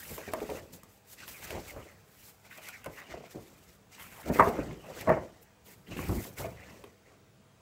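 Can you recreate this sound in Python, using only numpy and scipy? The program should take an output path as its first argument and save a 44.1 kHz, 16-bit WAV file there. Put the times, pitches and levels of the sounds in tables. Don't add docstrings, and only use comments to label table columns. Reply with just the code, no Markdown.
import sys
import numpy as np
from scipy import signal
from scipy.io import wavfile
from scipy.ndimage import uniform_filter1d

SR = 44100
rng = np.random.default_rng(int(sys.argv[2]) if len(sys.argv) > 2 else 0)


def materialize(psi):
    bounded = np.clip(np.atleast_2d(psi).T, -1, 1)
    quanta = np.round(bounded * 32767).astype(np.int16)
    wavfile.write(sys.argv[1], SR, quanta)


N = 335590


def gain_of(db):
    return 10 ** (np.asarray(db) / 20)


def evened(x):
    return x / np.sqrt(np.mean(x ** 2) + 1e-20)


def read_spectrum(points, hz):
    point_hz, value = np.transpose(points)
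    return np.interp(np.log(hz + 1), np.log(point_hz + 1), value)


def add(mix, start_s, sound):
    part = mix[round(start_s * SR):][:len(sound)]
    part += sound[:len(part)]


def grains(per_s, spread_db):
    size = gain_of(spread_db * np.minimum(rng.exponential(1, N), 4))
    sign = rng.choice([-1., 1.], N)
    hit = rng.random(N) < per_s / SR
    return evened(size * sign * hit)


def shaped(x, shape_db, size, patchy_db):
    overlap = size * 3 // 4
    hz, t, z = signal.stft(x, SR, nperseg=size, noverlap=overlap)
    gain = gain_of(shape_db(hz[:, None], t) + 0 * t)
    gain /= np.sqrt((gain ** 2).mean(0))
    patches = rng.standard_normal(z.T.shape).T
    patches = uniform_filter1d(patches, size=5, axis=0)
    patches = evened(uniform_filter1d(patches, size=12, axis=1))
    coloured = z * gain * gain_of(patchy_db * patches)
    return evened(signal.istft(coloured, SR, nperseg=size, noverlap=overlap)[1][:N])


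def flutter(hz, depth_db):
    wander = signal.lfilter(*signal.butter(2, hz, fs=SR), rng.standard_normal(N))
    return gain_of(depth_db * evened(wander))


def gestures(rows, rise_db_per_s, fall_db_per_s, linger_db, fade_db_per_s):
    t = np.arange(0, N / SR, .001)
    start_s, length_s, db, swell_db = np.transpose(rows)[:4, :, None]
    since_s = t - start_s
    after_s = np.maximum(since_s - length_s, 0)
    progress = np.clip(since_s / abs(length_s), 0, 1)
    held_db = db + swell_db * (progress - .5) + rise_db_per_s * np.minimum(since_s, 0)
    fall = gain_of(-2 * fall_db_per_s * after_s)
    settling = gain_of(2 * (linger_db - fade_db_per_s * after_s))
    return t, gain_of(2 * held_db) * (fall + settling) + 1e-30


def summed(t, at, power, db=0):
    weight = gain_of(2 * np.reshape(db, (-1, 1)))
    return np.interp(t, at, np.sqrt((power * weight).sum(0)))


def blended(t, at, power, values):
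    return np.interp(t, at, values @ power / power.sum(0))


def duck_before(events, t, dip_db, lead_s):
    coarse_t = t[::32]
    ahead_s = np.array(events)[:, :1] - coarse_t
    dip = (np.clip(1 - ahead_s / lead_s, 0, 1) * (ahead_s > 0)).max(0)
    return gain_of(-dip_db * np.interp(t, coarse_t, dip))


# (start [s], length [s], mid-stroke hiss level [dB],
#   swell over stroke [dB], top-end brightness [dB], pad scrape re hiss level [dB])
SLIDE_STROKES = [(0.0, 0.18, -48, 1, 3.5, -8), (0.192, 0.1, -58, 6, -7, 4),
                 (0.321, 0.27, -55.5, 5.5, -4, -1.4), (0.738, 0.027, -54.5, -7, 0.6, -14),
                 (0.89, 0.077, -65.5, 0.8, 3.6, -8), (1.075, 0.06, -55.5, 9.5, 2.2, -13.4),
                 (1.181, 0.058, -56, 6.5, -10, 2), (1.28, 0.13, -52, -10, 3, -4.0),
                 (1.392, 0.023, -64, -7, -4, 8.5), (1.428, 0.062, -51.5, -7, -1.2, 2),
                 (1.498, 0.18, -54, -8.5, -5, -1.5), (1.68, 0.03, -50.5, 1.5, -1.5, -0.5),
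                 (1.817, 0.081, -64, -2, -8, -0.5), (2.064, 0.084, -66, 7.5, 2.5, -6),
                 (2.171, 0.13, -58, 7, 1.5, -10.3), (2.452, 0.034, -62.9, -7, -6, 1),
                 (2.509, 0.072, -58.5, 5, 0, 5), (2.62, 0.072, -54.5, 9, -2.9, 1.8),
                 (2.728, 0.067, -64.5, -6.5, -10, 7), (2.867, 0.01, -61.5, -13, -0.5, 8.5),
                 (2.918, 0.082, -59.5, 5, -1.5, -1.5), (2.97, 0.06, -65, 0, -4, 13),
                 (3.063, 0.064, -60.5, 13, -13, 4), (3.227, 0.036, -64.5, 4, -5, 5),
                 (3.299, 0.016, -58.5, 12.8, -3, -7), (3.4, 0.35, -66.5, 3, -1.5, -5.5),
                 (3.925, 0.038, -58, -1, -7.5, -1.1), (4, 0.16, -57.5, -12, 3.0, 0),
                 (4.126, 0.11, -57, 1, 1.2, 0.5), (4.261, 0.026, -53.5, 4, -4.5, 0.5),
                 (4.337, 0.068, -46, 0.5, -1.0, 0), (4.441, 0.052, -49.5, 3.2, -1.5, 1),
                 (4.54, 0.21, -64.0, -4, -19, 7), (4.802, 0.102, -64, 0, -4, 3),
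                 (4.894, 0.12, -55.5, 16.5, -6.8, 2.3), (5.087, 0.072, -64.9, -16.5, -11, -4),
                 (5.43, 0.024, -67.8, -23, 7, -22), (5.66, 0.078, -58, 0, 1.4, -5.5),
                 (5.884, 0.0087, -61, -6.1, -3.5, 6.5), (5.917, 0.034, -56.5, -2.5, -10, 6.5),
                 (5.973, 0.11, -50.5, -1, 0.5, 2.5), (6.09, 0.18, -49.5, 2.5, 1.5, -7),
                 (6.386, 0.072, -49, -10, -0.8, 0.5), (6.493, 0.019, -62, -4, -5, -3),
                 (6.555, 0.13, -69, 0.5, -15, 10), (6.643, 0.067, -64.6, 8.3, -9, -4),
                 (6.725, 0.18, -67.5, -11.5, -6, 1.5), (7.066, 0.076, -73.5, -1.5, -10, 4.5)]
# (frequency [Hz], relative level [dB])
HISS_SPECTRUM = [(2500, -12.5), (3500, -9.5), (7000, -8), (7700, -6.5), (9200, -12), (12500, -8.5),
                 (14700, -6), (16000, -12.5)]
# (centre [Hz], width [Hz], relative level [dB])
PAD_RESONANCES = [(2003, 460, 7.5), (2436, 440, 3.5), (2800, 600, 0), (1290, 980, 3.5)]


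def slide(t):
    at, power = gestures(SLIDE_STROKES, rise_db_per_s=800, fall_db_per_s=498.5,
                         linger_db=-11, fade_db_per_s=37)
    bright_db, scrape_db = np.transpose(SLIDE_STROKES)[4:]

    def hiss_db(hz, s):
        top_end = np.clip((hz - 6000) / 5000, 0, 1)
        return read_spectrum(HISS_SPECTRUM, hz) + blended(s, at, power, bright_db) * top_end

    def pad_db(hz, s):
        peaks = sum(gain_of(db) / (1 + (2 * (hz - centre_hz) / width_hz) ** 2) ** 0.78
                    for centre_hz, width_hz, db in PAD_RESONANCES)
        return 20 * np.log10(peaks)

    pressure = flutter(35, depth_db=1.5)
    hiss = shaped(grains(14000, spread_db=0.0), hiss_db, size=256, patchy_db=1.5)
    scrape = shaped(grains(1800, spread_db=1.5), pad_db, size=512, patchy_db=4.5)
    return pressure * summed(t, at, power) * hiss + summed(t, at, power, scrape_db) * scrape


# (start [s], length [s], mid-flex wobble level [dB],
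#   swell over flex [dB], low thump re wobble [dB], stiffness as centre frequency [Hz])
SHEET_FLEXES = [(0, 0.023, -62, -1, 6, 543), (0.055, 0.063, -57, 15.5, 4.5, 408),
                (0.182, 0.011, -46.5, -5, -11, 518), (0.279, 0.02, -46.5, 0.5, -2.8, 430.0),
                (0.346, 0.017, -41, -7, -12.1, 660.0), (0.384, 0.035, -44, 2.5, 0, 459),
                (0.495, 0.077, -45, -2.5, -3.5, 480.0), (0.709, 0.029, -65.5, 8, 6, 499),
                (0.837, 0.012, -72.5, -7.5, 14, 800), (1.099, 0.21, -69, 12, 6.5, 594),
                (1.393, 0.089, -58.5, 8.5, 0.3, 720.0), (1.507, 0.054, -43.5, 7, -1, 512),
                (1.715, 0.069, -48.5, 7.5, -1, 541), (2.454, 0.07, -69, -5.5, 3.8, 730),
                (2.572, 0.0068, -60.5, 4.5, -1, 740.0), (2.686, 0.089, -69, -0.5, -4, 740.0),
                (2.869, 0.033, -47, -7, -4, 484.4), (2.988, 0.041, -57.9, 0.7, -11.5, 790.0),
                (3.117, 0.128, -53, -13.5, 1, 544), (3.353, 0.047, -50, -5.5, 1.5, 410.0),
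                (3.5, 0.12, -67.5, -5, 8, 525), (3.695, 0.014, -73.3, -2.5, 13, 456.5),
                (3.98, 0.15, -64, -7, 2.7, 642), (4.125, 0.088, -60, 9.5, -6.5, 800),
                (4.265, 0.031, -38, 12, 3, 438), (4.367, 0.02, -45.5, 0.5, 3, 483),
                (4.406, 0.03, -26.5, -9.5, -2, 1000), (4.47, 0.0077, -33.5, -0.5, 1, 428),
                (4.553, 0.035, -37, 1.5, 0.1, 400.0), (4.682, 0.051, -49.5, 3, 8.5, 355),
                (4.849, 0.053, -49.5, 4.5, -3.5, 580.0), (4.943, 0.082, -53.5, 13.5, -4.5, 538.4),
                (5.094, 0.11, -33.5, -18, -8, 580.0), (5.177, 0.025, -47, -4, -16.5, 520.0),
                (5.305, 0.012, -72, 3.5, 6, 803), (5.677, 0.15, -69, -11.5, 4, 460.0),
                (5.883, 0.036, -51, 14.3, 7.5, 330.0), (5.97, 0.095, -45.5, -3.5, 3.5, 404),
                (6.094, 0.11, -42.5, -9, 8.5, 351), (6.259, 0.017, -54, 0.2, -9, 560.0),
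                (6.394, 0.072, -44.5, 1, 1, 520.0), (6.559, 0.12, -63, 1, 2, 580.0),
                (6.678, 0.031, -62.5, 8.5, 4.5, 730.0), (6.757, 0.093, -56.5, 3.7, -7, 450.0),
                (7.065, 0.067, -65, -4, -14, 530.0)]
# (frequency [Hz], relative level [dB])
THUMP_SPECTRUM = [(15, -31.5), (25, -3), (65, -1), (130, -5.5), (178, -2), (221, -7.5), (369, -10),
                  (400, -15.5), (520, -28.5), (880, -120)]


def bend(t):
    at, power = gestures(SHEET_FLEXES, rise_db_per_s=547.5, fall_db_per_s=209.5,
                         linger_db=-9, fade_db_per_s=74.5)
    thump_db, stiff_hz = np.transpose(SHEET_FLEXES)[4:]

    def wobble_db(hz, s):
        octaves = np.log2((hz + 1) / blended(s, at, power, stiff_hz))
        level_db = 20 * np.log10(summed(s, at, power))
        upper_db_per_oct = np.clip(7 - 0.25 * (level_db + 25), 3, 18)
        hump = -np.where(octaves > 0, upper_db_per_oct, 9) * abs(octaves)
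        top_cut = 40 * np.clip(np.log2((hz + 1) / 2100), 0, 3)
        low_cut = 30 * np.clip(np.log2(230 / (hz + 1)), 0, 3)
        return hump - top_cut - low_cut

    wobble = shaped(grains(2600, spread_db=0.2), wobble_db, size=512, patchy_db=3.0)
    thump = shaped(grains(900, spread_db=1.5), lambda hz, s: read_spectrum(THUMP_SPECTRUM, hz),
                   size=2048, patchy_db=3.6)
    pressure = flutter(25, depth_db=1.05)
    return summed(t, at, power) * pressure * wobble + summed(t, at, power, thump_db) * thump


# (frequency [Hz], relative level [dB])
AIR_SPECTRUM = [(15, -42.5), (25, -7.5), (120, -2), (373, -13), (427, -6.5), (641, -19), (734, -13.5),
                (2280, -21.5), (3920, -26), (7710, -27), (9570, -33), (14800, -36), (16000, -22.5)]
# (frequency [Hz], level [dB rms])
HUM_PARTIALS = [(100, -74), (199, -74), (490, -80), (645, -77)]


def air(t):
    noise_db = -62
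    noise = shaped(rng.standard_normal(N), lambda hz, s: read_spectrum(AIR_SPECTRUM, hz),
                   size=2048, patchy_db=2.0)
    hum = sum(np.sqrt(2) * gain_of(db) * np.sin(2 * np.pi * hz * t) for hz, db in HUM_PARTIALS)
    return gain_of(noise_db) * noise + hum


# (time [s], crack level [dB],
#   dull part re crack [dB], before a common lift)
EDGE_TICKS = [(0.178, -39.5, 7.5), (0.335, -25.5, 1.5), (0.4024, -41.5, 12.5), (0.4996, -34.5, 8.5),
              (0.833, -40, -32), (1.2025, -42, 9.5), (1.279, -37, 10), (1.5054, -31.5, 9.5),
              (2.5748, -38.5, -5), (2.6863, -29, -1), (2.843, -35.5, 3.5), (2.8593, -35.5, -8),
              (4.396, -30.5, 11), (5.01, -30, -8), (5.0923, -37, 2), (5.9692, -42.5, 16.5),
              (6.085, -31, -9), (6.8398, -43, 10)]


def ticks():
    t60_s, attack_s, dull_lift_db = 0.014, 0.00097, 3.5
    bright, dull, t = np.zeros(N), np.zeros(N), np.arange(2000) / SR
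    noises = rng.standard_normal((len(EDGE_TICKS), len(t)))
    for (start_s, db, dull_db), noise in zip(EDGE_TICKS, noises):
        crack = gain_of(db - 60 * t / t60_s) * noise * (1 - np.exp(-t / attack_s))
        add(bright, start_s, crack)
        add(dull, start_s, gain_of(dull_db + dull_lift_db) * crack)
    high = signal.butter(3, 3500, "high", fs=SR)
    mid = signal.butter(2, [1400, 3400], "band", fs=SR)
    return signal.lfilter(*high, bright) + signal.lfilter(*mid, dull)


# (time [s], level [dB], pitch [Hz], t60 at the pitch [s],
#   crease sharpness re level [dB])
BUCKLE_POPS = [(0.179, -28.5, 620, 0.042, 1), (0.278, -26, 407, 0.044, -19),
               (0.3351, -12, 640, 0.024, -2.5), (0.385, -31, 570, 0.032, -10),
               (0.417, -22.5, 430, 0.06, -24), (0.491, -24.5, 566, 0.089, -17),
               (0.832, -39.5, 1190, 0.024, -4), (1.276, -48, 1760, 0.058, 1), (1.503, -33, 657, 0.058, -4),
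               (1.763, -28, 568, 0.036, -3), (2.51, -40, 1986, 0.062, -22), (2.579, -40.5, 607, 0.065, -15),
               (2.69, -35.5, 1452, 0.045, -24), (2.843, -40, 1420, 0.05, -6), (2.86, -30, 574, 0.13, 0.5),
               (3.139, -26.5, 670, 0.045, -31), (3.172, -26.5, 450, 0.035, -17),
               (3.206, -35.5, 570, 0.046, -26), (3.236, -37, 684, 0.061, -14),
               (3.348, -29.5, 348, 0.05, -28), (3.358, -25, 295, 0.038, -36), (3.981, -49, 974, 0.05, 7),
               (4.3, -14.5, 400, 0.027, -14), (4.358, -15.5, 480, 0.032, -6),
               (4.388, -15.5, 403.3, 0.13, -2.5), (4.395, 3.5, 1114, 0.027, -10.5),
               (4.406, 4.5, 1035, 0.017, -9.5), (4.423, -12.5, 711, 0.067, -9.5),
               (4.472, -12, 425, 0.048, -6), (4.589, -17.5, 296, 0.064, -18), (4.897, -35, 565, 0.044, -17),
               (5.073, -14.5, 670, 0.061, -6), (5.082, -10, 478, 0.04, -14), (5.1, -2, 630, 0.029, -4.5),
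               (5.117, -4.5, 510, 0.017, -29), (5.169, -18, 554, 0.046, -23), (5.966, -28, 300, 0.062, -6),
               (5.99, -29, 283, 0.093, 7.5), (6.093, -19, 328, 0.045, -1), (6.251, -43, 400, 0.05, 11),
               (6.395, -29, 336, 0.06, -8), (6.444, -22.5, 700, 0.06, -30), (6.707, -48, 604, 0.05, 7),
               (6.838, -37, 421, 0.068, -1), (7.076, -56, 403, 0.054, -1)]
# (multiple of its pitch [ratio], level [dB])
BUCKLE_MODES = [(1, -5), (.55, -17), (.78, -14), (1.25, -14.5), (1.6, -15)]
# (frequency [Hz], level before sharpness [dB])
CREASE_MODES = [(1050, -7.5), (1480, -13), (2050, -11), (2900, -26)]


def pops():
    attack_s, detune = 0.00098, 0.055
    out, t = np.zeros(N), np.arange(6000) / SR
    spreads = rng.uniform(-1.2, 1, (len(BUCKLE_POPS), len(BUCKLE_MODES) + len(CREASE_MODES)))
    for (start_s, db, pitch_hz, t60_s, crease_db), spread in zip(BUCKLE_POPS, spreads):
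        modes = [(pitch_hz * ratio, mode_db) for ratio, mode_db in BUCKLE_MODES]
        modes += [(hz, mode_db + crease_db) for hz, mode_db in CREASE_MODES]
        ring = np.zeros(len(t))
        for (hz, mode_db), offset in zip(modes, spread):
            decay_db = 60 * t * hz / pitch_hz / max(t60_s, .01)
            ring += gain_of(mode_db - decay_db) * np.sin(2 * np.pi * hz * (1 + detune * offset) * t)
        add(out, start_s, gain_of(db) * ring * (1 - np.exp(-(t / attack_s) ** 2)))
    return out


# (frequency [Hz], t60 [s])
ROOM_T60 = [(200, 0.44), (1000, 0.25), (4000, 0.11), (12000, 0.043)]


def room(x):
    taps = np.zeros(SR // 2)
    at = np.arange(150, len(taps) - 20, 20)
    taps[at + rng.integers(0, 20, len(at))] = rng.choice([-1., 1.], len(at))
    hz, t, z = signal.stft(taps, SR, nperseg=256)
    decay = gain_of(-60 * t / read_spectrum(ROOM_T60, hz)[:, None])
    tail = signal.istft(z * decay, SR, nperseg=256)[1]
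    return signal.fftconvolve(x, tail / np.linalg.norm(tail))[:N]


def scene():
    t = np.arange(N) / SR
    rustle = duck_before(EDGE_TICKS, t, dip_db=2.5, lead_s=0.011) * slide(t)
    rustle += duck_before(BUCKLE_POPS, t, dip_db=5.5, lead_s=0.039) * bend(t)
    sharp = pops() + ticks()
    tail_db = -12.5
    return (rustle + sharp + gain_of(tail_db) * room(sharp) + air(t))[None]


def record(dry):
    edge_hz = 15780
    lean = signal.lfilter(*signal.butter(3, 48, "high", fs=SR), dry)
    band_limit = signal.firwin(1023, edge_hz, window=("kaiser", 9), fs=SR)
    return signal.oaconvolve(lean, band_limit[None], "same")


dry = scene()
out = record(dry)
materialize(out)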